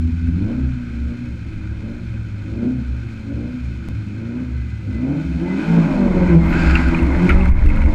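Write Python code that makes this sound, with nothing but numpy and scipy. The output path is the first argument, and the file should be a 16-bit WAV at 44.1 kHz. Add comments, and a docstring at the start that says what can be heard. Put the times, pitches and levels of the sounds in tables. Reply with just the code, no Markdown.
"""A four-cylinder rally car engine revs in short bursts on the start line, then launches with wheelspin.
Its firings make a stack of tones, a dull exhaust roar and a clatter, heard through a sealed camera case
on the car's side. Grit strikes the bodywork and the slipping tyres rasp. Behind them, panels boom and
hum, the mount shakes and tyre noise builds, with one click, a faint whistle and a short hiss."""
import sys
import numpy as np
from scipy import signal
from scipy.fft import rfft, irfft
from scipy.io import wavfile

SR = 44100
rng = np.random.default_rng(int(sys.argv[2]) if len(sys.argv) > 2 else 0)


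def digitize_waveform(pressure):
    """Quantize a signal to 16-bit integers and store it at the path in sys.argv[1].

    Rows of a 2-D input are taken as channels; values are limited to [-1, 1].
    """
    field = np.atleast_2d(pressure).T
    bounded = np.clip(field, -1, 1)
    quanta = np.round(bounded * 32767).astype(np.int16)
    wavfile.write(sys.argv[1], SR, quanta)


N = 350154
TIME = np.arange(N) / SR


def amp(db):
    """Turn decibels into a gain."""
    return 10 ** (np.asarray(db) / 20)

def rms_one(x):
    """Scale a signal to an average strength (rms) of 1."""
    return x / np.sqrt(np.mean(x ** 2) + 1e-20)

def in_time(rows):
    """Join a table's points with lines: one curve for each column after the time."""
    times, *columns = np.transpose(rows)
    return [np.interp(TIME, times, column) for column in columns]

def at_hz(points, hz):
    """Read a table's level at any frequency, on a scale of octaves."""
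    freqs, levels = np.transpose(points)
    return np.interp(np.log(hz), np.log(freqs), levels)

def drift(rate):
    """A smooth random wobble of size about 1; a higher rate wobbles faster."""
    r = np.exp(-80 * np.pi * rate / SR)
    slow = signal.lfilter([1], [1, -2 * r, r * r], rng.standard_normal(N // 40 + 2002))[2000:]
    return np.interp(np.arange(N) / 40, np.arange(len(slow)), rms_one(slow))

def filtered(x, steepness, hz, kind):
    """Keep the lows, the highs or one band."""
    return signal.sosfilt(signal.butter(steepness, hz, kind, fs=SR, output="sos"), x)

def coloured_noise(spectrum, modes=(), swell=1):
    """Noise shaped by a spectrum, with ringing peaks (modes) on top."""
    noise = swell * rng.standard_normal(N)
    hz = np.maximum(np.fft.rfftfreq(N, 1 / SR), 1)
    inside = (hz > spectrum[0][0]) & (hz < spectrum[-1][0])
    peaks = 1 + sum(amp(2 * db) / (1 + (2 * (hz - top) / width) ** 2) ** 2 for top, width, db in modes)
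    return rms_one(irfft(rfft(noise) * amp(at_hz(spectrum, hz)) * np.sqrt(peaks) * inside, N))

def resonant_noise(hz, width_hz):
    """Noise sent twice through a filter that rings at one pitch."""
    r = np.exp(-np.pi * width_hz / SR)
    feedback = [1, -2 * r * np.cos(2 * np.pi * hz / SR), r * r]
    once = signal.lfilter([1], feedback, rng.standard_normal(N + SR))
    return rms_one(signal.lfilter([1, -1], feedback, once)[SR:])

def wavering(hz, spread_hz, rate, flutter_db):
    """A tone whose pitch and level wander."""
    phase = 2 * np.pi * np.cumsum(hz + spread_hz * drift(rate)) / SR
    return np.sqrt(2) * amp(flutter_db * drift(rate)) * np.sin(phase + rng.uniform(0, 2 * np.pi))


# How the whistle comes and goes: t/s, level/dB
WHISTLE_LEVEL = [(4.45, -78), (4.57, -53.5), (4.75, -56), (4.87, -60), (4.97, -44), (5.08, -67),
                 (5.14, -80), (5.4, -70), (5.46, -48), (5.51, -43), (5.58, -46), (5.65, -75)]
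def whistle():
    """A faint, unsteady whistle."""
    return amp(in_time(WHISTLE_LEVEL)[0]) * wavering(2026, spread_hz=5, rate=10, flutter_db=3.1)

# How the hiss comes and goes: t/s, level/dB
HISS_LEVEL = [(6.41, -100), (6.44, -62), (6.47, -61), (6.52, -61), (6.6, -100)]
def hiss():
    """A short, very high hiss that flickers."""
    return amp(in_time(HISS_LEVEL)[0] + 3 * drift(40)) * resonant_noise(12300, width_hz=1800)

def click(at_s=3.887, level_db=-20.5, sag_s=0.0076):
    """One dry click: a sudden step that sags back."""
    age = TIME - at_s
    return amp(level_db) * (age > 0) * np.exp(-np.maximum(age, 0) / sag_s)

# Tone colour of rolling tyres: f/Hz, level/dB
TYRE_COLOUR = [(500, -21), (750, -4.5), (1000, -2.5), (1400, -6), (2000, -15.5), (2700, -23.5),
               (6500, -39.5), (9000, -37.5)]
# Humps on that colour: f/Hz, width/Hz, level/dB
TYRE_HUMPS = [(941, 64, 5), (2137, 270, 17.4)]
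# Tyre noise as the car gathers speed: t/s, level/dB
TYRE_LEVEL = [(5.6, -57), (6.1, -33.5), (6.8, -34), (7.3, -29), (7.46, -31.5), (7.54, -39), (7.7, -35),
              (7.94, -36)]
def rolling_tyres():
    """The tyres make a rushing noise that builds once the car rolls."""
    return amp(in_time(TYRE_LEVEL)[0] + 2 * drift(11)) * coloured_noise(TYRE_COLOUR, TYRE_HUMPS)

# Tone colour of the road rumble: f/Hz, level/dB
RUMBLE_COLOUR = [(20, -12), (40, -1), (90, -10.5), (130, -18.5), (200, -24)]
# How hard the mount shakes: t/s, level/dB
SHAKE_LEVEL = [(0.0, -47), (0.04, -48), (0.29, -30), (0.35, -33), (1.48, -37.5), (1.57, -27), (1.64, -38),
               (1.77, -33), (3.01, -43), (3.05, -39), (5.35, -52), (5.46, -38), (5.55, -56), (5.7, -32.5),
               (6.06, -26), (6.1, -22.5), (6.41, -22.5), (6.46, -19), (6.88, -18.5), (7.1, -25),
               (7.19, -17), (7.25, -28.5), (7.34, -9.5), (7.81, -13), (7.87, -14), (7.94, -14)]
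def mount_shake():
    """Air and road rock the mount: a deep throb, with more rumble in it the harder it shakes."""
    shake_db, = in_time(SHAKE_LEVEL)
    rumble = amp(-1.5 + 0.17 * (shake_db + 16.5)) * coloured_noise(RUMBLE_COLOUR)
    gain = amp(shake_db - 2 + 1.1 * drift(9.3))
    return gain * (wavering(23.4, spread_hz=2.5, rate=8.2, flutter_db=1.5) + rumble)

# How hard the door booms: t/s, level/dB
BOOM_LEVEL = [(0.0, -42), (0.06, -23), (0.17, -39), (0.26, -18), (0.49, -36), (0.66, -18), (0.84, -33),
              (0.99, -22.5), (1.08, -20.5), (1.17, -50), (1.3, -23), (1.57, -36), (1.72, -24.5),
              (1.83, -33), (2.19, -26.5), (2.34, -37), (2.37, -41), (2.56, -25), (2.61, -34), (2.92, -19.5),
              (3.27, -43), (3.38, -24), (3.58, -37), (3.63, -23.5), (3.89, -30.5), (3.94, -21.5),
              (4.11, -58), (4.27, -43), (4.31, -53), (4.47, -22.5), (4.6, -22), (4.8, -30), (4.87, -28),
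              (5.22, -36), (5.26, -20.5), (5.35, -21), (5.53, -38), (5.79, -30), (5.86, -36), (6.41, -14),
              (6.57, -25.5), (6.68, -13), (6.9, -18.5), (6.96, -40), (7.03, -7.5), (7.25, -27.5),
              (7.32, -8.5), (7.43, -14), (7.5, -7.5), (7.54, -15), (7.67, -7.5), (7.78, -23.5),
              (7.87, -7.5), (7.94, -43)]
def door_boom():
    """The door panel booms on its lowest note."""
    return amp(in_time(BOOM_LEVEL)[0] - 0.6) * wavering(67.4, spread_hz=2.3, rate=9.5, flutter_db=2.5)

# Two humming panels: t/s, lower note level/dB, upper note level/dB
HUM_LEVELS = [(0.0, -40, -49), (0.35, -32, -50), (0.6, -46.5, -57), (1.0, -34, -36.5), (1.3, -43, -48),
              (1.6, -40, -53), (2.0, -39.5, -58), (2.3, -37.5, -50), (3.0, -44, -42), (3.5, -40, -46.5),
              (4.0, -45, -49), (4.5, -41, -44), (5.0, -43, -46), (5.15, -34, -25.5), (5.35, -29, -30.5),
              (5.5, -38, -28), (5.65, -31.5, -25), (5.9, -40, -22.5), (6.1, -43, -39), (7.25, -35, -31),
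              (7.38, -25, -43), (7.48, -17.5, -33), (7.53, -48, -41.5), (7.94, -38, -42)]
def panel_hums(notes_hz=(180.9, 267.2)):
    """Each body panel hums on its own note, whatever the engine speed."""
    return sum(amp(db) * wavering(hz, spread_hz=3.55, rate=7.86, flutter_db=1.5)
               for hz, db in zip(notes_hz, in_time(HUM_LEVELS)))

# Noise bands of slipping tyres: f/Hz, width/Hz, level/dB
SLIP_BANDS = [(1574, 110, 2), (2120, 280, -25), (2586, 210, -6), (4634, 1000, -11), (7100, 1100, -19.5)]
def wheelspin(start_s=6.47, end_s=6.98):
    """The tread slips in bursts, making a rasp that fades in and out."""
    spin = np.clip((TIME - start_s) / 0.1, 0, 1) * np.clip((end_s - TIME) / 0.18, 0, 1)
    rasp = sum(amp(db) * resonant_noise(hz, width_hz) for hz, width_hz, db in SLIP_BANDS)
    return spin * amp(-35 + 2.9 * drift(30)) * rasp

# Pitches at which the sealed case rings: f/Hz, width/Hz, level/dB
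CASE_RINGS = [(1282, 180, 12.6), (1462, 138, 18.1), (1571, 134, 14.2), (2198, 370, 10.3), (2422, 134, 14.2),
              (2565, 120, 12.8), (3070, 220, 4.7), (3600, 230, 1.2), (4153, 140, 7.4), (4410, 130, 0.83),
              (6720, 500, 4), (7850, 1300, 2), (11100, 1000, 2.8)]
def case_knocks(rattle):
    """A rattle sets off short, broad rings in the case; the lower ones are kept."""
    knocks = 0
    for k, (hz, width_hz, db) in enumerate(CASE_RINGS):
        r = np.exp(-np.pi * 1.3 * width_hz / SR)
        feedback = [1, -2 * r * np.cos(2 * np.pi * hz / SR), r * r]
        ring = signal.lfilter([1, 0, -1], feedback, rattle) * (1 - r * r) / 2
        knocks += (-1) ** k * amp(db - 10.5) * ring
    return filtered(knocks, 3, [1200, 2700], "band")

# Knocks on the panel, stones once the car moves:
# t/s, rattle level/dB, tick level/dB, ring f/Hz, ring level/dB
PANEL_HITS = [(0.271, -27, -58, 1540, -34), (0.39, -29, -62, 2350, -39), (1.53, -28, -62, 2400, -44),
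              (1.551, -31, -62, 2537, -44), (1.67, -26, -60, 1552, -39), (6.526, -9.5, -54, 2200, -27),
              (6.697, -7, -54, 2322, -30), (6.754, -4, -40, 2641, -8), (6.885, -26, -44, 2283, -36),
              (6.946, -9, -54, 2455, -9.5), (6.99, -24, -50, 2600, -20), (7.029, -10.5, -43, 2048, -25),
              (7.066, -19, -46, 2206, -23), (7.147, -11, -63, 2130, -24), (7.292, -0.5, -35, 2165, -8),
              (7.409, -24, -66, 2543, -19.5), (7.43, -26, -56, 2300, -27), (7.456, -10, -45, 2250, -30),
              (7.495, -25, -47, 2257, -30), (7.516, -32, -53, 2172, -35), (7.59, -27, -53, 2195, -27),
              (7.661, -14, -44, 2216, -38), (7.671, -25, -50, 2150, -30), (7.701, -19, -52, 2300, -26),
              (7.817, -10.5, -50, 2350, -31), (7.859, -20, -49, 2295, -32)]
def grit(small_stones=90, spray_s=(6.5, 7.92), tick_s=0.013, ring_s=0.028):
    """Each hit makes a bright tick, rings three close panel notes and rattles the case."""
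    hit_samples = 3000
    t = np.arange(hit_samples) / SR
    rattle, ticks, rings = np.full((3, N + hit_samples), 1e-18)
    spray = [(rng.uniform(*spray_s), rng.normal(-28, 5), rng.normal(-62, 6.2),
              rng.uniform(1500, 2600), rng.normal(-33, 3)) for _ in range(small_stones)]
    rise, ring_rise = np.minimum(t / 0.00024, 1), np.minimum(t / 0.0012, 1)
    for at_s, rattle_db, tick_db, ring_hz, ring_db in PANEL_HITS + spray:
        hit = round(at_s * SR) + np.arange(hit_samples)
        noise = rng.standard_normal((2, hit_samples))
        rattle_s = max(23 + 2 * rattle_db, 4) / 1000   # harder hits rattle longer
        rattle[hit] += rise * amp(rattle_db) * np.exp(-(t / rattle_s) ** 2) * noise[0]
        ticks[hit] += rise * amp(tick_db - 60 * t / tick_s) * noise[1]
        notes_hz = ring_hz * (1 + 0.045 * rng.normal([-1, 0, 1], 0.38))
        notes = np.sin(2 * np.pi * np.outer(notes_hz, t) + rng.uniform(0, 6.2, (3, 1)))
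        rings[hit] += 0.73 * ring_rise * amp(ring_db - 60 * t / ring_s) * notes.sum(axis=0)
    return (case_knocks(rattle) + rings + amp(9.5) * filtered(ticks, 2, [3500, 10500], "band"))[:N]

# Dull tone colour of the sealed case: f/Hz, level/dB
CASE_COLOUR = [(700, -5.5), (1100, -14.5), (1800, -10.5), (2800, -20.5), (3800, -25.5), (5500, -30),
               (8600, -42), (9500, -44.5), (15000, -55)]
def clatter(swell, middle_db, treble_db, split_hz=3300):
    """Engine clatter swells on each firing and rings the case."""
    noise = coloured_noise(CASE_COLOUR, CASE_RINGS, swell)
    middle, treble = (rms_one(filtered(noise, 4, split_hz, kind)) for kind in ("low", "high"))
    return amp(middle_db + 4.5 + drift(10)) * middle + amp(treble_db + 5.5 + 0.8 * drift(25)) * treble

# Tone colour of the exhaust roar: f/Hz, level/dB
ROAR_COLOUR = [(40, -27.5), (100, -7), (140, -17.5), (168, 1.5), (200, -2), (270, -2.5), (325, 3),
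               (420, -16.5), (490, -21.5), (570, -9.5), (700, -20.5), (1000, -19.5), (1300, -40)]
# Panels that the roar rings: f/Hz, width/Hz, level/dB
ROAR_RINGS = [(180, 55, 1.5), (271.4, 12, 2.5)]
ROAR_BASE_DB, ROAR_BOOST_DB = -39.5, 9.5
def exhaust_roar(swell, roar_db):
    """Dull exhaust noise swells on each firing and rings the panels."""
    return amp(roar_db + ROAR_BOOST_DB) * coloured_noise(ROAR_COLOUR, ROAR_RINGS, swell)

# Quick presses of the pedal: peak t/s, rise time/s, load level/dB
PEDAL_BLIPS = [(0.5, 0.15, -26.5), (1.14, 0.31, -45), (1.88, 0.23, -36.5), (2.66, 0.34, -31.5),
               (3.44, 0.37, -36.5), (4.38, 0.37, -35), (5.12, 0.33, -25.5)]
# Waiting, then launching: t/s, then level/dB of load, roar, clatter middle and clatter treble
WAIT_AND_LAUNCH = [(0.05, -48.5, -52, -55, -57), (0.2, -49, -56.5, -52, -56),
                   (0.35, -49.5, -51.5, -51.5, -56.5), (0.5, -50, -53, -50, -57),
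                   (1.45, -50, -58, -53.5, -57.5), (1.6, -50, -58, -51, -58),
                   (1.75, -50, -59, -52.5, -57.5), (3.4, -50, -58, -52, -57), (4.9, -50, -58, -52.5, -57.5),
                   (5.12, -42, -46, -47, -55.5), (5.3, -24.5, -49.5, -49.5, -52.5),
                   (5.43, -25, -37, -46.5, -53), (5.6, -43.5, -33, -38, -49), (5.75, -27.5, -32, -39, -47),
                   (6.08, -18, -29, -42.5, -50.5), (6.33, -15.5, -29.5, -38, -49),
                   (6.42, -34, -33.5, -47, -51.5), (6.55, -13.5, -28, -30, -46.5),
                   (6.69, -21, -29, -29, -44.5), (6.82, -24.5, -35, -31.5, -46),
                   (7.1, -20.5, -34.5, -44.5, -51), (7.28, -19, -29.5, -35.5, -45),
                   (7.4, -28, -32.5, -41.5, -52), (7.49, -32, -33, -50, -49), (7.52, -52, -47, -54, -69),
                   (7.57, -49, -35.5, -49, -56), (7.66, -18, -42.5, -45, -53),
                   (7.78, -24.5, -38, -44, -52.5), (7.9, -29, -36.5, -48, -52.5)]
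COAST_DB, MID_LOAD_DB = -48, -30   # load with the pedal up, and at medium effort
def throttle(shut_s=0.2):
    """Pressing the pedal raises the load (how hard the engine works) and the roar."""
    pull_db, roar_db, middle_db, treble_db = in_time(WAIT_AND_LAUNCH)
    blip_db = np.max([np.interp(TIME, [s - rise, s, s + shut_s], [COAST_DB, db, COAST_DB])
                      for s, rise, db in PEDAL_BLIPS], axis=0)
    blip_roar_db = ROAR_BASE_DB + 0.84 * (blip_db - MID_LOAD_DB)
    return np.maximum(blip_db, pull_db), np.maximum(roar_db, blip_roar_db), middle_db, treble_db

def engine_tone(phase, rough, order, db, flutter_db):
    """A tone at `order` times the firing rate; it flutters because no two firings are alike."""
    wander = rough * (0.05 + 0.025 * order ** 2) * drift(8)
    gain = amp(db + rough * flutter_db * drift(22) + 2.8 * (order > 2) * drift(4.9))
    return np.sqrt(2) * gain * np.sin(order * phase + rng.uniform(0, 2 * np.pi) + wander)

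# Extra engine tones: multiple of the firing rate, relative level/dB, share due to uneven cylinders
SIDE_TONES = [(.5, -9.5, 0.034), (1.75, -1, 0.81), (2.25, -14.5, 0.55), (2.5, -2.5, 0.017),
              (2.75, -9.5, 0.53), (3, 3, 0.24), (3.25, -9, 0.1), (3.5, -1, 0.18), (3.75, -4.5, 0.1),
              (4, 0.5, 0.056), (4.25, -11.5, 0.079), (4.5, -4, 0.12), (4.75, -7, 0.1), (5, -3.5, 0.033),
              (5.5, -8, 0.05), (6, -6, 0.045)]
# How well the bodywork passes them to the case: f/Hz, level/dB
BODY_COLOUR = [(30, -17.5), (67, 8), (130, -15), (168, 0), (195, -5.5), (240, 14.5), (270, 1), (295, 3),
               (330, -3.5), (410, -19.5), (490, -15), (570, -13), (700, -21), (790, -17.5), (900, -14),
               (1000, -15), (1150, -21), (1350, -20)]
def side_tones(phase, rough, hz, load_db, roar_db):
    """Low tones follow the load, high ones the roar; cylinders fire less evenly at light load."""
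    uneven_db = -9.5 - 0.53 * (load_db - MID_LOAD_DB) + 5.5 * drift(1.9)
    sink_db = 0.29 * np.maximum(roar_db - ROAR_BASE_DB, 0)   # high tones sink into a loud roar
    high_db = np.minimum(roar_db + ROAR_BOOST_DB - sink_db, load_db + 4)
    tones = 0
    for order, db, share in SIDE_TONES:
        drive_db = load_db if order < 3 else high_db
        level_db = drive_db + db + share * uneven_db + at_hz(BODY_COLOUR, order * hz)
        tones += engine_tone(phase, rough, order, level_db, flutter_db=3.5)
    return tones

# The tone at 0.75 times the firing rate, at medium load: firing f/Hz, level/dB
LOW_TONE = [(81, -35), (107, -31), (111, -29.5), (138, -40.5), (152, -33), (163.4, -40), (183, -32),
            (191, -40.5), (206.5, -36), (213.2, -19), (225, -11)]
# The tone at 1.25 times the firing rate, strong when the car pulls: t/s, level/dB
PULL_TONE = [(0.0, -43), (0.3, -44.5), (0.6, -44), (2.0, -46.5), (4.9, -42.5), (5.4, -48), (5.66, -30.5),
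             (5.9, -30), (6.0, -14), (6.07, -15), (6.12, -37.5), (6.3, -35), (6.36, -30), (6.45, -24),
             (7.04, -40.5), (7.23, -32), (7.48, -31), (7.56, -40), (7.68, -26.5), (7.8, -23), (7.94, -28.5)]
# Engine speed: t/s, firing f/Hz, then level/dB of the tones at 1, 2 and 1.5 times that rate
ENGINE_REVS = [(0.0, 81.4, -17.5, -34, -46), (0.19, 83.7, -20, -31.5, -45), (0.33, 84.7, -17.5, -28, -48),
               (0.4, 95, -23, -25, -40), (0.44, 99.4, -19.5, -25, -41), (0.5, 116.3, -29, -24.5, -40),
               (0.58, 128.4, -30, -19.5, -35), (0.62, 131.7, -21, -23, -42), (0.9, 117.9, -31, -34, -40),
               (1.09, 117.1, -34, -29.5, -41), (1.23, 121.6, -30, -28.5, -40), (1.5, 105, -29, -42, -39),
               (1.65, 105.5, -27, -36.5, -43), (1.79, 107.4, -28.5, -42, -42),
               (1.86, 109.8, -26, -24.5, -48), (1.96, 117.9, -40, -34.5, -50),
               (2.02, 114.8, -29.5, -33, -40), (2.09, 113.3, -27, -38.5, -44.5),
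               (2.44, 100.5, -27, -38.5, -39), (2.71, 127.3, -30.5, -17.5, -44),
               (2.78, 127.9, -25, -30, -43), (2.82, 123.4, -33, -25, -43), (2.94, 117.7, -28, -35, -50),
               (3.22, 108.8, -32, -36, -57), (3.36, 113.2, -28, -30.5, -37), (3.55, 125.8, -35.5, -20, -49),
               (3.7, 120, -26, -36.5, -36), (3.84, 109.9, -32.5, -36, -43), (3.97, 108.1, -25, -42.5, -33),
               (4.07, 104.4, -26, -30.5, -47), (4.11, 101.2, -27, -36, -53),
               (4.41, 125.9, -33.5, -20.5, -47), (4.55, 121.6, -27, -35.5, -48),
               (4.82, 106.3, -28.5, -39.5, -39.5), (4.91, 99, -23, -32.5, -42),
               (5.01, 123, -28.5, -21, -31), (5.18, 156.6, -19, -24, -43), (5.28, 161.4, -30.5, -35, -37),
               (5.39, 165.5, -19, -40, -24), (5.41, 164.2, -24, -23, -39), (5.45, 173.0, -24, -26, -29),
               (5.54, 192.6, -20, -36, -34), (5.66, 218, -33, -38, -27), (5.7, 223.3, -20, -32, -45),
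               (5.78, 225.1, -20, -32.5, -42), (5.95, 200.5, -27.5, -51, -20.5),
               (5.99, 197.4, -11, -26, -31), (6.08, 187.1, -21.5, -35, -39),
               (6.23, 179.1, -11.5, -20.5, -32), (6.27, 178.9, -17, -36, -30), (6.29, 177.3, -14, -19, -37),
               (6.35, 166.2, -9.5, -13.5, -36), (6.37, 164.1, -3.5, -21.5, -35),
               (6.41, 166.4, -15.5, -29.5, -27.5), (7.04, 165.3, -22, -22, -22),
               (7.14, 173, -29.5, -32, -25), (7.23, 178.3, -12.5, -19, -25.5),
               (7.42, 189.1, -33, -36.5, -38), (7.5, 196.1, -25, -39, -39), (7.56, 166, -45, -44, -43),
               (7.68, 168.1, -35, -31.5, -41), (7.8, 175.5, -24, -59, -26.5), (7.94, 174.4, -28, -56, -35)]
def engine():
    """Four cylinders fire in turn, making tones that rise with the revs, plus roar and clatter."""
    hz, firing_db, octave_db, between_db = in_time(ENGINE_REVS)
    load_db, roar_db, middle_db, treble_db = throttle()
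    phase = 2 * np.pi * np.cumsum(hz * (1 + 0.006 * drift(9))) / SR   # one cycle per firing
    rough = np.interp(load_db, [-44, -26], [1.05, 0.8])   # more flutter at light load
    low_db = np.interp(hz, *np.transpose(LOW_TONE)) + 0.45 * (load_db - MID_LOAD_DB)
    pull_db, = in_time(PULL_TONE)
    tones = side_tones(phase, rough, hz, load_db, roar_db)
    for order, db, flutter_db in [(0.75, low_db, 2), (1, firing_db, 2.7), (1.25, pull_db, 2),
                                  (1.5, between_db, 2.8), (2, octave_db, 3)]:
        tones += engine_tone(phase, rough, order, db, flutter_db)
    crank_turns = phase / (4 * np.pi)   # two firings a turn; each turn burns with its own strength
    strength_db = 1.3 * np.interp(crank_turns, np.arange(N // 200), rng.standard_normal(N // 200))
    swell = 1 + 0.049 * np.cos(phase) + 0.094 * np.cos(phase / 2)
    return amp(strength_db) * tones + exhaust_roar(swell, roar_db) + clatter(swell, middle_db, treble_db)


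def scene():
    """Everything heard inside the case, in one channel."""
    background = whistle() + hiss() + click() + rolling_tyres()
    bodywork = mount_shake() + door_boom() + panel_hums()
    return (background + bodywork + wheelspin() + grit() + engine())[None]

def record(dry, cutoff_hz=16300):
    """Round off the loudest peaks and cut the highest treble."""
    rounded = 0.87 * np.tanh(dry / 1.07)
    return signal.sosfilt(signal.cheby2(10, 60, cutoff_hz, fs=SR, output="sos"), rounded)


dry = scene()
out = record(dry)
digitize_waveform(out)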